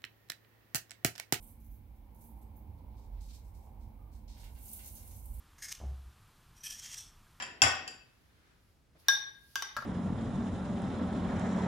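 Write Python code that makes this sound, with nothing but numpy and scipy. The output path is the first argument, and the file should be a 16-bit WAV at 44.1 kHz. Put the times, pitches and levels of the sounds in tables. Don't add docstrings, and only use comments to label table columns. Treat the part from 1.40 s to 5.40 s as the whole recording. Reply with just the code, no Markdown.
import sys
import numpy as np
from scipy import signal
from scipy.fft import rfft, irfft
from scipy.io import wavfile
from scipy.ndimage import uniform_filter1d

SR = 44100
rng = np.random.default_rng(int(sys.argv[2]) if len(sys.argv) > 2 else 0)


def to_wav(s):
    ch = np.atleast_2d(s).T
    pcm = np.round(np.clip(ch, -1, 1) * 32767)
    wavfile.write(sys.argv[1], SR, pcm.astype(np.int16))


N = 176400

# (time [s], relative level [dB])
POUR_FLOW = [(2.94, -78), (2.98, -65.5), (3.07, -69), (3.12, -68), (3.17, -60), (3.23, -53.5), (3.29, -49),
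             (3.35, -47), (3.425, -53), (3.472, -54), (3.5, -54.5), (3.57, -53), (3.64, -57.5),
             (3.73, -55.5), (3.9, -59), (4.0, -56)]
# (frequency [Hz], relative level [dB])
RUSTLE_SPECTRUM = [(1200, -27), (2500, -12), (4000, -1), (5200, 0.5), (6400, 8), (7500, 4.5), (10000, -16),
                   (16000, -36)]

FLAKES_PER_S, POUR_FLAKES_PER_S, SLIDE_GRAINS_PER_S, CLUMP_GRAINS_PER_S = 8700, 15000, 11000, 5000
LIP_PAN_DB, RUSTLE_PAN_DB, TRAFFIC_PAN_DB, RUMBLE_PAN_DB = -5.5, 2.5, -5, -5


def pour():
    # (time [s], level [dB])
    flurries = [(3.253, -51.5), (3.331, -41.5), (3.443, -51), (3.458, -47.5), (3.472, -47), (3.518, -54),
                (3.551, -51.5), (3.672, -54), (3.762, -53), (3.854, -53.5), (3.938, -54)]
    # (frequency [Hz], relative level [dB])
    spectrum = [(3000, -24), (6000, -26), (7500, -11.5), (8650, -5.5), (10100, -5), (11600, -1),
                (13000, -3.5), (16000, -5.5)]
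    # (time [s], relative level [dB])
    rustle_level = [(2.95, -97), (3.15, -73.5), (3.22, -69), (3.29, -59.5), (3.42, -64), (3.477, -54.5),
                    (3.53, -74), (3.57, -56.5), (3.64, -71), (3.7, -64), (3.72, -62.5), (3.83, -72.5),
                    (4.0, -78)]
    tipped = burst(POUR_FLOW[0][0], hold=N / SR)
    flow = tipped * curve(POUR_FLOW) * undb(-1.5)
    snaps = sum(undb(db) * burst(start, hold=.0062, settle=.0062) for start, db in flurries)
    top = np.hypot(flow, snaps) * colour(grains(POUR_FLAKES_PER_S), spectrum)
    rustle = tipped * curve(rustle_level) * undb(-2) * colour(grains(FLAKES_PER_S), RUSTLE_SPECTRUM)
    return top * pan(-3.5) + rustle * pan(RUSTLE_PAN_DB)


def clumps():
    # (time [s], relative level [dB], hold [s])
    landings = [(2.966, -66, .008), (3.001, -71.5, .015), (3.03, -63.5, 0.035), (3.151, -70.5, 0.046),
                (3.242, -93, 0.16), (3.39, -59.5, 0.0063), (3.427, -71.5, 0.057), (3.54, -74.5, 0.14),
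                (3.707, -74.5, 0.019), (3.946, -75, 0.026)]
    # (frequency [Hz], relative level [dB])
    spectrum = [(300, 0), (700, -6), (1100, -9), (1330, -9), (1530, -1.5), (1800, -0.5), (2150, 0.5),
                (2500, 0), (2700, -4), (3600, 2), (7000, -27)]
    # (frequency [Hz], width [Hz], relative level [dB])
    modes = [(1502, 110, -5), (2180, 150, -1), (2760, 130, -1), (3950, 110, -7), (4440, 56, -4),
             (4850, 110, -7.5)]
    force = sum(undb(db) * burst(start, hold) for start, db, hold in landings)
    stream = burst(POUR_FLOW[0][0], hold=N / SR) * curve(POUR_FLOW) * undb(-23.5)
    patter = undb(-1.5) * force * colour(grains(CLUMP_GRAINS_PER_S), spectrum)
    hollow = np.hypot(undb(-3) * force, stream) * ring(grains(CLUMP_GRAINS_PER_S), modes)
    return (patter + hollow) * pan(-4.5)


def spills():
    # (time [s], level [dB], hold [s], rustle against top [dB], tilt [dB/octave])
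    pinches = [(0.0, -62, 0.024, -21, -2), (0.025, -64, 0.033, -24, -11.5), (0.064, -64, 0.058, -16.5, 0),
               (0.2, -68, 0.034, -16, 6), (0.242, -66, 0.019, -17, 10), (0.302, -66, .05, -19, 9),
               (.555, -76, .01, -15, 5), (0.744, -67, 0.077, -16, 3), (0.806, -65.5, 0.028, -12, -4),
               (0.838, -65.5, 0.063, -27, 4), (0.957, -72.5, .04, -20, 6), (1.157, -60.5, 0.014, -22.5, 18)]
    # (frequency [Hz], relative level [dB])
    spectrum = [(3000, -33.5), (6000, -36), (7200, -18), (8500, -7.5), (9700, -6.5), (11500, 0.5),
                (13500, -1.5), (16000, -3)]
    clicks = grains(FLAKES_PER_S)
    top = rustle_gain = 0
    for start, db, hold, rustle_db, tilt in pinches:
        trickle = undb(db) * burst(start, hold)
        top += trickle * colour(clicks, spectrum, tilt)
        rustle_gain += trickle * undb(rustle_db)
    rustle = rustle_gain * colour(grains(FLAKES_PER_S), RUSTLE_SPECTRUM)
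    return top * pan(LIP_PAN_DB) + rustle * pan(RUSTLE_PAN_DB)


def slides():
    # (time [s], level [dB], hold [s], tilt [dB/octave], attack [s])
    slips = [(1.377, -80, 0.011, -7, .008), (1.501, -82.5, 0.056, -12, .02), (1.563, -75, 0.088, -2, .02),
             (1.69, -75.5, 0.11, -13, 0.091), (1.803, -65.5, 0.049, 0.5, 0.0064),
             (1.855, -73, 0.021, 4, .01), (1.881, -61, 0.024, -6.5, .02), (1.931, -63.5, 0.027, -0.5, .005),
             (2.033, -74.5, 0.052, 7, .015), (2.137, -69.5, 0.036, 4.5, 0.011), (2.2, -76, 0.068, 7, .02),
             (2.393, -74, 0.042, -1, .03), (2.71, -69.5, 0.05, 0.5, 0.027),
             (2.876, -63.5, 0.071, -5.5, 0.0039), (2.975, -62, 0.042, 2, 0.012),
             (3.038, -65.5, 0.019, 3, 0.0036)]
    # (frequency [Hz], relative level [dB])
    spectrum = [(1000, -36), (2500, -11), (3300, -7.5), (4000, -0.5), (5400, -0.5), (7000, -3), (8700, -2),
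                (9600, -8.5), (12000, -3.5), (16000, -15.5)]
    hz = np.fft.rfftfreq(N, 1 / SR)
    balance = pan(np.interp(hz, [8000, 11000], [-1.5, -9]))
    rub = irfft(rfft(grains(SLIDE_GRAINS_PER_S)) * balance, N)
    return sum(undb(db) * burst(start, hold, attack=attack) * colour(rub, spectrum, tilt)
               for start, db, hold, tilt, attack in slips)


def ping():
    # (frequency [Hz], width [Hz], relative level [dB])
    modes = [(8300, 250, -2), (8800, 450, -3), (11900, 660, 10), (13400, 700, -8)]
    scrape = undb(-65) * burst(1.014, hold=0, settle=.029)
    return scrape * ring(grains(FLAKES_PER_S), modes) * pan(LIP_PAN_DB)


def knocks():
    # (time [s], relative level [dB])
    taps = [(1.572, -64), (2.272, -54.5), (3.104, -55.5), (3.617, -58)]
    # (frequency [Hz], relative level [dB], decay [s])
    modes = [(470, -7.5, 0.0072), (748, -3.5, 0.0077), (937, -9, 0.0055)]
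    sound = np.zeros(N)
    for start, tap_db in taps:
        age = np.maximum(np.arange(N) / SR - start, 0)
        for hz, db, decay in modes:
            sound += undb(tap_db + db) * np.exp(-age / decay) * np.sin(2 * np.pi * hz * age)
    return sound * pan(-5)


def bumps():
    # (time [s], level [dB], pitch [Hz])
    thuds = [(1.291, -39, 72.3), (2.472, -34.5, 54.5)]
    t = np.arange(N) / SR
    rise_s = .00586
    sound = sum(undb(db) * burst(start, rise_s, attack=rise_s) * np.sin(2 * np.pi * hz * (t - start))
                for start, db, hz in thuds)
    return sound * pan(RUMBLE_PAN_DB)


def far_tone():
    start, pitch_hz, sag_hz_per_s = 2.59, 1218, 450
    hz = pitch_hz - sag_hz_per_s * (np.arange(N) / SR - start)
    return undb(-74.5) * burst(start, hold=.1) * blurred(hz, width_hz=54) * pan(TRAFFIC_PAN_DB)


def traffic():
    # (time [s], relative level [dB])
    wash_level = [(0.0, -68.5), (0.26, -75), (0.93, -68), (1.7, -66), (1.88, -70.5), (2.31, -66),
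                  (2.92, -69.5), (3.05, -67.5), (3.22, -68), (3.34, -67.5), (3.98, -67.5), (4.0, -72)]
    # (frequency [Hz], relative level [dB])
    spectrum = [(200, -10), (330, -0.5), (430, -2.5), (520, 1), (640, -3.5), (820, 2), (1020, -3),
                (1220, -16), (1700, -36.5), (4000, -42)]
    # (time [s], level [dB])
    drone_level = [(0, -91), (.5, -82), (.85, -70.5), (1.0, -69), (1.22, -73), (1.65, -73), (1.95, -81.5),
                   (2.28, -67), (2.75, -83), (3.04, -68.5), (3.25, -83.5), (4, -81)]
    # (time [s], pitch [Hz])
    drone_pitch = [(.6, 831), (0.849, 881), (1.07, 787.6), (1.25, 896), (1.5, 960), (1.65, 829.6),
                   (2.201, 852.6), (2.331, 800), (2.45, 865), (4, 849)]
    waver_hz = 25 * walk(per_s=6)
    hz = np.interp(np.arange(N) / SR, *np.array(drone_pitch).T) + waver_hz
    drone = curve(drone_level) * blurred(hz, width_hz=130)
    wash = air(spectrum, side=.82) * curve(wash_level) * undb(1)
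    return (wash + drone) * pan(TRAFFIC_PAN_DB)


def rumble():
    # (time [s], level [dB])
    deep_level = [(0, -53.5), (1.38, -57.5), (1.5, -44), (1.6, -47), (1.78, -45.5), (2.05, -54.5),
                  (2.15, -45.5), (2.27, -54.5), (2.47, -45.5), (2.6, -52.5), (3.15, -47), (3.35, -59),
                  (3.8, -66), (3.92, -41.5), (4, -46.5)]
    # (frequency [Hz], relative level [dB])
    deep_spectrum = [(20, -26.5), (33, -15.5), (46, -2.5), (56, -4.5), (70, -10.5), (120, -41)]
    # (time [s], level [dB])
    upper_level = [(0, -56.5), (.5, -52), (.65, -58), (.8, -54), (1.3, -49.5), (1.6, -53.5), (1.9, -52),
                   (2.5, -53), (3.15, -53), (3.38, -56.5), (3.62, -48.5), (4, -52.5)]
    # (frequency [Hz], relative level [dB])
    upper_spectrum = [(20, -43), (40, -9.5), (58, 2), (75, -6.5), (100, -5.5), (130, -18), (200, -29.5),
                      (400, -73.5)]
    deep = air(deep_spectrum, side=.062) * curve(deep_level)
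    upper = air(upper_spectrum, side=.1) * curve(upper_level)
    return (deep + upper) * pan(RUMBLE_PAN_DB)


def room_tone():
    # (time [s], level [dB])
    hum_level = [(0, -63.5), (.6, -65), (.85, -60), (1.05, -62), (1.3, -60), (1.9, -66), (2.5, -62.5),
                 (3.4, -64.5), (4, -65)]
    # (frequency [Hz], relative level [dB])
    hum_spectrum = [(90, -11), (130, -10), (160, 1.5), (180, -9.5), (215, 6), (250, -4.5), (290, -3.5),
                    (350, -14), (700, -31.5)]
    # (frequency [Hz], relative level [dB])
    hiss_spectrum = [(800, 0), (1500, 4.5), (1900, 1.5), (2280, 4), (2650, 1), (4500, -4), (7000, -9.5),
                     (9500, -5.5), (11800, 2), (13000, 0.5), (15500, 4.5)]
    # (frequency [Hz], relative level [dB])
    tones = [(2126, -91.5), (2245, -89.5), (2363, -92.5)]
    t = np.arange(N) / SR
    hum = air(hum_spectrum, side=.21) * curve(hum_level) * pan(-3.5)
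    hiss = air(hiss_spectrum, side=1) * undb(-73.5) * pan(-1)
    lead = np.array([[0], [.25]])
    whine = sum(undb(db - .5) * unit(np.sin(2 * np.pi * (hz * t + rng.random() + lead)))
                for hz, db in tones)
    return hum + hiss + whine


def room(x, t60_s=.29, tail_db=-3.5):
    t = np.arange(SR // 2) / SR
    tail = rng.standard_normal((2, len(t))) * np.exp(-np.log(1000) * t / t60_s) * (t > .003)
    tail /= np.sqrt(np.sum(tail ** 2, axis=1, keepdims=True))
    reflected = undb(tail_db) * signal.fftconvolve(x, tail, axes=1)[:, :N]
    return (x + reflected) / np.hypot(1, undb(tail_db))


def grains(per_s, spread_db=3.5, surge_db=1.1):
    hit = rng.random(N) < per_s / SR
    size = undb(spread_db * np.minimum(rng.standard_normal(N), 2))
    return hit * size * rng.standard_normal((2, N)) * undb(surge_db * walk(per_s=110))


def burst(start, hold, settle=.028, attack=.0024):
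    age = np.arange(N) / SR - start
    return np.clip(age / attack, 0, 1) * np.exp(-np.maximum(age - hold, 0) / settle)


def ring(x, modes):
    t = np.arange(SR // 10) / SR
    response = sum(undb(db) * np.sqrt(width) * np.exp(-np.pi * width * t) * np.cos(2 * np.pi * hz * t)
                   for hz, width, db in modes)
    return unit(signal.fftconvolve(x, response[None], axes=1)[:, :N])


def blurred(hz, width_hz):
    noise = rng.standard_normal((2, N)) + 1j * rng.standard_normal((2, N))
    lowpass = signal.butter(2, width_hz / 2, fs=SR, output="sos")
    blur = signal.sosfilt(lowpass, noise + .5 * noise[::-1])
    return unit(np.real(blur * np.exp(2j * np.pi * np.cumsum(hz) / SR)))


def air(spectrum, side):
    mid, wide = rng.standard_normal((2, N))
    return colour(mid + side * wide * np.array([[1], [-1]]), spectrum)


def colour(x, spectrum, tilt_db=0):
    hz, db = np.array(spectrum, float).T
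    octave = np.log2(np.maximum(np.fft.rfftfreq(N, 1 / SR), 1))
    knots = np.log2(hz)
    shape_db = np.interp(octave, knots, db + tilt_db * (knots - knots[0]))
    octaves_outside = np.abs(octave - np.clip(octave, knots[0], knots[-1]))
    return unit(irfft(rfft(x) * undb(shape_db - 20 * octaves_outside), N))


def curve(table):
    return undb(np.interp(np.arange(N) / SR, *np.array(table).T))


def walk(per_s):
    step = int(SR / per_s)
    return uniform_filter1d(np.repeat(rng.standard_normal(N // step + 1), step), step)[:N]


def pan(db):
    gains = undb(np.array([[.5], [-.5]]) * db)
    return gains / np.sqrt(np.mean(gains ** 2, axis=0))


def undb(db):
    return 10 ** (np.asarray(db) / 20)


def unit(x):
    return x / np.sqrt(np.mean(x ** 2))


def scene():
    wax = spills() + ping() + slides() + pour() + clumps()
    return room(wax + knocks() + far_tone()) + bumps() + traffic() + rumble() + room_tone()


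def record(dry):
    cutoff_hz = 15720
    return signal.sosfilt(signal.ellip(10, .2, 70, cutoff_hz, fs=SR, output="sos"), dry)


dry = scene()
out = record(dry)
to_wav(out)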